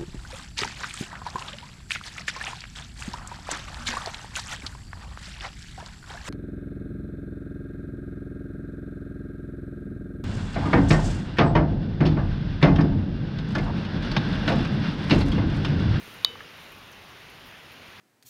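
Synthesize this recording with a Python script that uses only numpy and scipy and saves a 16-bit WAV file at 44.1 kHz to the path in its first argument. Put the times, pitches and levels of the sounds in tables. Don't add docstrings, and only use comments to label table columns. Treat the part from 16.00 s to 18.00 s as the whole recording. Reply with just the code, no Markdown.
import sys
import numpy as np
from scipy import signal
from scipy.fft import rfft, irfft
from scipy.io import wavfile
from scipy.ndimage import uniform_filter1d

SR = 44100
rng = np.random.default_rng(int(sys.argv[2]) if len(sys.argv) > 2 else 0)


def transcribe(u):
    v = np.clip(np.atleast_2d(u).T, -1, 1)
    q = np.round(v * 32767).astype(np.int16)
    wavfile.write(sys.argv[1], SR, q)


N = 88200


def amp(db):
    return 10 ** (np.asarray(db) / 20)


def unit(x):
    return x / np.sqrt(np.mean(x ** 2) + 1e-20)


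def spectrum(points, hz):
    f, db = np.transpose(points)
    return amp(np.interp(np.log(hz + 1), np.log(f + 1), db))


def level(points):
    return amp(np.interp(np.arange(N) / SR, *np.transpose(points)))


def since(start_s):
    return np.maximum(np.arange(N) / SR - start_s, 0)


def noise(gain):
    return unit(irfft(rfft(rng.standard_normal(N)) * gain(np.fft.rfftfreq(N, 1 / SR)), N))


def ring_envelope(t, rise_s, t60_s):
    return (1 - np.exp(-t / rise_s)) * np.exp(-np.log(1000) * t / t60_s)


def burst(start_s, length_s, hz):
    t = since(start_s)
    return np.sin(np.pi * np.minimum(t / length_s, 1)) ** 2 * np.sin(2 * np.pi * hz * t)


def impulse(points, size=2048):
    log_gain = np.log(spectrum(points, abs(np.fft.fftfreq(size, 1 / SR))))
    return np.fft.ifft(np.exp(np.conj(signal.hilbert(log_gain)))).real


def air():
    # f/Hz, relative density/dB
    colour = [(15, -26), (28, -4), (60, -2), (95, 2.5), (180, 0.5), (300, -1.5), (700, -3.5), (1150, -2),
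              (1600, -2), (2800, -2.5), (3700, -6), (4400, -10.5), (5700, -15), (7000, -21), (8500, -47),
              (16000, -39)]
    # t/s, gain/dB
    swell = [(0, 1.5), (.65, 1), (.9, -0.7), (1.2, 0.5), (1.6, -0.23), (2, 0.64)]
    level_db, patch_db = -47.5, 0.97
    bins = signal.stft(noise(lambda f: spectrum(colour, f)), nperseg=1024)[2]
    patches = uniform_filter1d(rng.standard_normal(bins.shape), size=14, axis=0)
    patches = unit(uniform_filter1d(patches, size=8, axis=1))
    wash = signal.istft(bins * amp(patch_db * patches))[1][:N]
    return amp(level_db) * level(swell) * unit(wash)


def hiss():
    # f/Hz, relative density/dB
    colour = [(2000, -25), (6000, -1.5), (9000, 2.5), (12000, 1), (14000, 1.5), (16000, -2.5)]
    # t/s, level/dB
    envelope = [(0, -55), (.15, -58.5), (.27, -63), (.52, -63.5), (.63, -60), (.69, -62.5), (.74, -60.5),
                (.82, -63.5), (2, -63.5)]
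    flicker_db = 0.7
    flicker = amp(flicker_db * unit(uniform_filter1d(rng.standard_normal(N), size=400)))
    return level(envelope) * flicker * noise(lambda f: spectrum(colour, f))


def knocks():
    # t/s, level/dB, f/Hz, t60/s
    hits = [(0.078, -35, 426, 0.011), (0.3554, -29.5, 1150, 0.013), (0.4057, -27.5, 1690, 0.021)]
    rise_s, roughness = 0.0004, 0.3
    undertone_ratio, undertone_db = 0.76, -6
    out = np.zeros(N)
    for start_s, db, hz, t60_s in hits:
        t = since(start_s)
        grit = noise(lambda f: 1 / (1 + (f / hz - 1) ** 2 * 20))
        phase = 2 * np.pi * hz * t
        tone = np.sin(phase) + amp(undertone_db) * np.sin(undertone_ratio * phase)
        out += amp(db) * ring_envelope(t, rise_s, t60_s) * (tone + roughness * grit)
    return out


def scuffs():
    # t/s, level/dB, centre f/Hz, rise/s
    puffs = [(.137, -55, 13000, .004), (.719, -54.5, 12500, 0.0027), (.782, -58, 12000, 0.0016),
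             (0.915, -55, 13000, 0.0018), (.923, -55, 5570, .005), (1.297, -58, 10400, 0.0025),
             (1.452, -59, 13500, .016), (1.712, -61, 13000, 0.0091)]
    relative_width = 0.32
    out = np.zeros(N)
    for start_s, db, hz, rise_s in puffs:
        age = since(start_s) / rise_s
        band = noise(lambda f: 1 / (1 + ((f / hz - 1) / relative_width) ** 2))
        out += amp(db) * age * np.exp(1 - age) * band
    return out


def snap():
    # t/s, level/dB, f/Hz, length/s, tick level/dB, tick f/Hz
    contacts = [(.24694, -2, 3953, .00174, -19, 12200), (.24826, -6.7, 3955, .00135, -23, 10200)]
    # f/Hz, relative level/dB
    crack_colour = [(100, -23), (500, 8), (1500, -12), (3000, -5), (6000, -7), (9000, 4), (13000, -17),
                    (16000, -6)]
    # f/Hz, level/dB, t60/s
    modes = [(1142, -22, 0.017), (1270, -31.5, 0.024), (1940, -16.5, 0.0068), (2180, -21, 0.0058),
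             (3640, -17.5, 0.017), (5220, -18.5, 0.0082), (6785, -12, 0.0043), (3015, -30.5, 0.31),
             (3725, -33, 0.21), (3860, -33.5, 0.13), (4590, -45.5, 0.26)]
    tick_s, crack_db, ring_rise_s, highpass_hz = 0.00058, -9.5, 0.00024, 330
    out = np.zeros(N)
    for start_s, db, hz, length_s, tick_db, tick_hz in contacts:
        out += amp(db) * burst(start_s, length_s, hz)
        out += amp(tick_db) * burst(start_s + (length_s - tick_s) / 2, tick_s, tick_hz)
    landing_s = contacts[-1][0]
    onset = round(landing_s * SR)
    crack = amp(crack_db) * impulse(crack_colour)
    out[onset:onset + len(crack)] += crack
    t = since(landing_s)
    for hz, db, t60_s in modes:
        out += amp(db) * ring_envelope(t, ring_rise_s, t60_s) * np.sin(2 * np.pi * hz * t)
    return signal.sosfilt(signal.butter(2, highpass_hz, "high", fs=SR, output="sos"), out)


def hum():
    # t/s, level/dB
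    envelope = [(.22, -65), (.27, -63.5), (.35, -51.5), (.43, -63), (.49, -52.5), (.55, -88)]
    centre_hz, half_width_hz = 481, 43
    return level(envelope) * noise(lambda f: 1 / (1 + ((f - centre_hz) / half_width_hz) ** 2))


def scene():
    return (air() + hiss() + knocks() + scuffs() + snap() + hum())[None]


def record(dry):
    notch_hz, notch_q, cutoff_hz = 7890, 7.8, 15850
    notched = signal.lfilter(*signal.iirnotch(notch_hz, notch_q, SR), dry)
    lowpass = signal.firwin(511, cutoff_hz, window=("kaiser", 9), fs=SR)
    return signal.oaconvolve(notched, lowpass[None], "same")


dry = scene()
out = record(dry)
transcribe(out)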